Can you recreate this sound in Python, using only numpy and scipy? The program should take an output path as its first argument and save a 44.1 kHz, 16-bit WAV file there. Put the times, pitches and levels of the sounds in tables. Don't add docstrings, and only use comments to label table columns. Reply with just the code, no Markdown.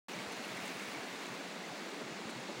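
import sys
import numpy as np
from scipy import signal
from scipy.fft import rfft, irfft
from scipy.io import wavfile
from scipy.ndimage import uniform_filter1d

SR = 44100
rng = np.random.default_rng(int(sys.argv[2]) if len(sys.argv) > 2 else 0)


def wav_record(signal):
    frames = np.transpose(np.atleast_2d(signal))
    bounded = np.clip(frames, -1, 1)
    quanta = np.round(bounded * 32767).astype(np.int16)
    wavfile.write(sys.argv[1], SR, quanta)


N = 114660
TIME = np.arange(N) / SR

# (frequency [Hz], relative level [dB])
RUSH_EQ = [(30, -41), (60, -26), (90, -22.5), (130, -15), (180, 0), (300, 0), (500, -3), (800, -6),
           (1300, -8.5), (1850, -9), (2130, -7), (2450, -10.5), (2800, -10.5), (3060, -14.5), (3500, -12.5),
           (4300, -13.5), (5300, -18), (7200, -20), (9000, -28), (10200, -29.5), (11500, -40),
           (13500, -36.5), (15800, -34)]
# (time [s], gain [dB])
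RUSH_RIDE = [(.1, -0.03), (.8, -.5), (1.3, -0.5), (1.7, -1), (2.2, -0.3), (2.6, 0)]
# (frequency [Hz], relative level [dB])
FIZZ_EQ = [(300, -29), (1000, -12.5), (1700, 1), (2100, -1), (2650, -0.5), (3100, -4.5), (4200, -7.5),
           (5200, -11), (7000, -12.5), (10000, -15.5), (12000, -23), (14000, -21), (15800, -16.5)]
# (time [s], gain [dB])
FOAM_RIDE = [(.1, 1.5), (.27, -3), (.45, 1), (.55, 1), (.67, 3.5), (.9, 1.5), (1.05, -1.5), (1.3, -1),
             (1.55, -7), (1.9, -3.5), (2.25, -30), (2.6, -15)]
# (time [s], pitch [Hz], level [dB])
PLIP_CUES = [(.138, 2210, -38), (0.188, 2160, -40), (.762, 2400, -43), (1.248, 3100, -46),
             (1.611, 2800, -46)]
# (time [s], length [s], level [dB], band centre [Hz])
SPLASH_CUES = [(0.317, 0.015, -57, 8100), (0.444, 0.017, -62, 9500), (.567, 0.0066, -54, 8100),
               (0.33, 0.011, -57, 5200), (0.653, 0.015, -55, 7350), (0.669, 0.015, -56, 7600),
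               (0.69, 0.0097, -53, 4700), (0.817, 0.011, -55, 7000), (1.261, 0.012, -56, 6500),
               (2.008, .022, -49, 560), (2.288, 0.03, -58, 7600), (2.485, .028, -47.5, 636),
               (2.398, .01, -63, 9000)]
# (centre time [s], length [s], pitch [Hz], peak level [dB])
GLUG_CUES = [(.172, .04, 175, -45.5), (.557, .04, 213, -48.5), (.696, .035, 297, -47),
             (1.032, .028, 394, -47.5), (1.412, 0.019, 677, -44.5), (1.726, 0.026, 736, -45),
             (1.88, .025, 330, -45), (2.019, 0.024, 258, -43), (2.024, 0.023, 490, -45),
             (2.364, 0.031, 400, -51), (2.446, .028, 245, -49), (2.508, .035, 212, -42.5)]
# (centre time [s], length [s], level [dB])
LAP_CUES = [(.18, .08, -60.5), (.275, 0.035, -60.5), (.39, .06, -61), (.52, 0.043, -59), (.575, 0.04, -60),
            (.632, 0.03, -57.5), (.76, 0.048, -59.5), (.83, 0.031, -59), (.89, .04, -61),
            (.982, .06, -58.5), (1.13, 0.047, -60), (1.315, .1, -59), (1.485, 0.043, -60.5),
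            (1.72, 0.041, -59), (1.888, 0.029, -59), (2.05, .06, -59.5), (2.125, .05, -60.5),
            (2.266, 0.038, -59.5), (2.385, .08, -56), (2.585, 0.041, -56)]
# (centre time [s], length [s], pitch [Hz], level [dB], glide [share of pitch])
CHIRP_CUES = [(.136, .014, 5900, -47, -.03), (.298, .013, 6800, -55, 0), (0.318, .014, 6250, -52, -.04),
              (0.334, .009, 5900, -48, 0), (0.35, .011, 5920, -56, 0), (0.447, .017, 2640, -41.5, -.18),
              (.576, 0.019, 2130, -45, -0.032), (.628, 0.022, 2650, -45.5, 0.22),
              (.679, 0.031, 2120, -50, 0.24), (0.72, 0.015, 2600, -47, 0), (0.8, 0.01, 2680, -40, -0.027),
              (0.811, .016, 2245, -43, 0.43), (.951, 0.023, 2270, -46, -.27),
              (1.648, .07, 2020, -50, 0.324)]


def rush(level_db=-44.5, patchy_db=0.52, flicker_db=0.06):
    frames, bins = N // 256 + 5, 513
    real, imag, patches = rng.standard_normal((3, frames, bins))
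    patches = uniform_filter1d(patches, size=7, axis=0)
    patches = unit(uniform_filter1d(patches, size=10, axis=1))
    spectra = (real + 1j * imag) * amp(patchy_db * patches)
    noise = signal.istft(spectra.T, nperseg=1024, noverlap=768)[1][:N]
    return equalise(noise, RUSH_EQ) * amp(level_db + ride(RUSH_RIDE) + flicker_db * drift(3.6, 40))


def fizz(level_db=-53, clump_db=0.5):
    bursts = equalise(pops(per_s=6000, spread_db=3.5), FIZZ_EQ)
    return bursts * amp(level_db + ride(FOAM_RIDE) + clump_db * drift(5.57, 39.3))


def bubble(hz, ring_cycles, rise=0.02):
    cycles = np.arange(int(6 * ring_cycles / hz * SR)) * hz / SR
    age = cycles / ring_cycles
    envelope = (1 - np.exp(-cycles)) * np.exp(-age)
    return envelope * np.sin(2 * np.pi * cycles * (1 + rise * age))


def babble(level_db=-54.5, per_s=700, sizes=36, low_hz=593, high_hz=4930, tilt_db_per_oct=-0.5):
    layer = np.zeros(N)
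    for hz in np.geomspace(low_hz, high_hz, sizes):
        ring = amp(tilt_db_per_oct * np.log2(hz / low_hz)) * bubble(hz, ring_cycles=6.9)
        layer += signal.oaconvolve(pops(per_s / sizes, spread_db=0.5), ring)[:N]
    return unit(layer) * amp(level_db + 0.14 * ride(FOAM_RIDE))


def trickle(level_db=-60.5, per_s=240, sizes=10, centre_hz=2040, detune=0.039):
    layer = np.zeros(N)
    for hz in centre_hz * (1 + detune * np.linspace(-1, 1, sizes)):
        layer += signal.oaconvolve(pops(per_s / sizes, spread_db=3), bubble(hz, ring_cycles=3))[:N]
    return unit(layer) * amp(level_db + ride(FOAM_RIDE))


def splash(length, db, hz):
    n = int(length * SR)
    droplets = pops(per_s=4500, spread_db=2.5)[:n]
    return amp(db) * band(droplets, hz, octaves=0.35) * signal.windows.tukey(n, .5)


def slap(peak_db, width_s=0.000094):
    offset = np.arange(-64, 64) / SR / width_s
    return -amp(peak_db) * offset * np.exp((1 - offset ** 2) / 2)


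def glug(length, hz, db, rise=0.2, wobble=0.12):
    progress = np.linspace(0, 1, int(length * SR))
    pitch = hz * (1 + rise * (progress - .5) + wobble * jitter(len(progress), smooth_samples=150))
    cycles = np.cumsum(pitch) / SR + rng.random()
    swell = np.sin(np.pi * progress ** 0.94)
    return amp(db) * swell * np.sin(2 * np.pi * cycles)


def lap(length, db):
    n = int(length * SR)
    push = band(rng.standard_normal(N), hz=138, octaves=0.28)[:n]
    return amp(db) * unit(push * signal.windows.tukey(n, .7))


def chirp(length, hz, db, glide, roughness=0.037):
    progress = np.linspace(0, 1, int(length * SR))
    waver = roughness * jitter(len(progress), smooth_samples=30)
    pitch = hz * (1 + glide * (progress - .5) + waver)
    whistle = np.sin(2 * np.pi * np.cumsum(pitch) / SR)
    rasp = 1.5 * hz / 6000 * band(rng.standard_normal(N), hz, octaves=0.1)[:len(progress)]
    swell = np.sin(np.pi * progress) ** 2
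    return amp(db) * swell * unit(whistle + rasp) / np.sqrt(2)


def wind(level_db=-74, gust_db=0.5):
    gusts = amp(level_db - gust_db * drift(7.9, 11))
    return gusts * band(rng.standard_normal(N), hz=136, octaves=0.39)


def wind_gate(x, crossover_hz=155, threshold_db=-61.5, slope=4, range_db=15, window_s=0.04):
    low_pass = 1 / (1 + (np.fft.rfftfreq(N, 1 / SR) / crossover_hz) ** 20)
    bass = irfft(rfft(x) * low_pass, N)
    window = int(window_s * SR)
    power = uniform_filter1d((bass ** 2).mean(0), window)
    bass_db = 10 * np.log10(abs(power) + 1e-14)
    cut_db = np.clip(slope * (threshold_db - bass_db), 0, range_db)
    gain = uniform_filter1d(amp(-cut_db), window // 2)
    return x - bass * (1 - gain)


def amp(db):
    return 10 ** (np.asarray(db) / 20)


def unit(x):
    return x / np.sqrt(np.mean(x ** 2) + 1e-20)


def equalise(x, points):
    hz, db = np.transpose(points)
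    gain_db = np.interp(np.log(np.fft.rfftfreq(N, 1 / SR) + 1), np.log(hz + 1), db)
    return unit(irfft(rfft(x) * amp(gain_db), N))


def band(x, hz, octaves):
    distance_oct = np.log2((np.fft.rfftfreq(len(x), 1 / SR) + 1) / hz)
    bell = np.exp(-.5 * (distance_oct / octaves) ** 2)
    return unit(irfft(rfft(x) * bell, len(x)))


def ride(points):
    return np.interp(TIME, *np.transpose(points))


def drift(low_hz, high_hz):
    rates = np.geomspace(low_hz, high_hz, 20)
    return unit(sum(np.sin(2 * np.pi * (hz * TIME + rng.random())) / np.sqrt(hz) for hz in rates))


def jitter(n, smooth_samples):
    return unit(uniform_filter1d(rng.standard_normal(N), smooth_samples))[:n]


def pops(per_s, spread_db):
    strength = amp(spread_db * np.minimum(rng.exponential(1, N), 5))
    return strength * rng.choice([-1, 1], N) * (rng.random(N) < per_s / SR)


def add(mix, start_s, sound):
    part = mix[max(round(start_s * SR), 0):][:len(sound)]
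    part += sound[:len(part)]


def scene():
    mix = rush() + wind() + fizz() + babble() + trickle()
    for start, hz, db in PLIP_CUES:
        add(mix, start, amp(db) * bubble(hz, ring_cycles=11))
    for start, length, db, hz in SPLASH_CUES:
        add(mix, start, splash(length, db, hz))
    ripple = slap(peak_db=-33)
    add(mix, 2.2945 - len(ripple) / 2 / SR, ripple)
    for centre, length, hz, db in GLUG_CUES:
        add(mix, centre - length / 2, glug(length, hz, db))
    for centre, length, db in LAP_CUES:
        add(mix, centre - length / 2, lap(length, db))
    for centre, length, hz, db, glide in CHIRP_CUES:
        add(mix, centre - length / 2, chirp(length, hz, db, glide))
    return np.array([mix, mix])


def record(dry):
    silence_s, fade_s, high_cut_hz = 0.0835, 0.001, 15900
    fade_in = np.clip((TIME - silence_s) / fade_s, 0, 1)
    high_cut = signal.firwin(511, high_cut_hz, window=("kaiser", 9), fs=SR)
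    return signal.oaconvolve(wind_gate(dry) * fade_in, high_cut[None], "same")


dry = scene()
out = record(dry)
wav_record(out)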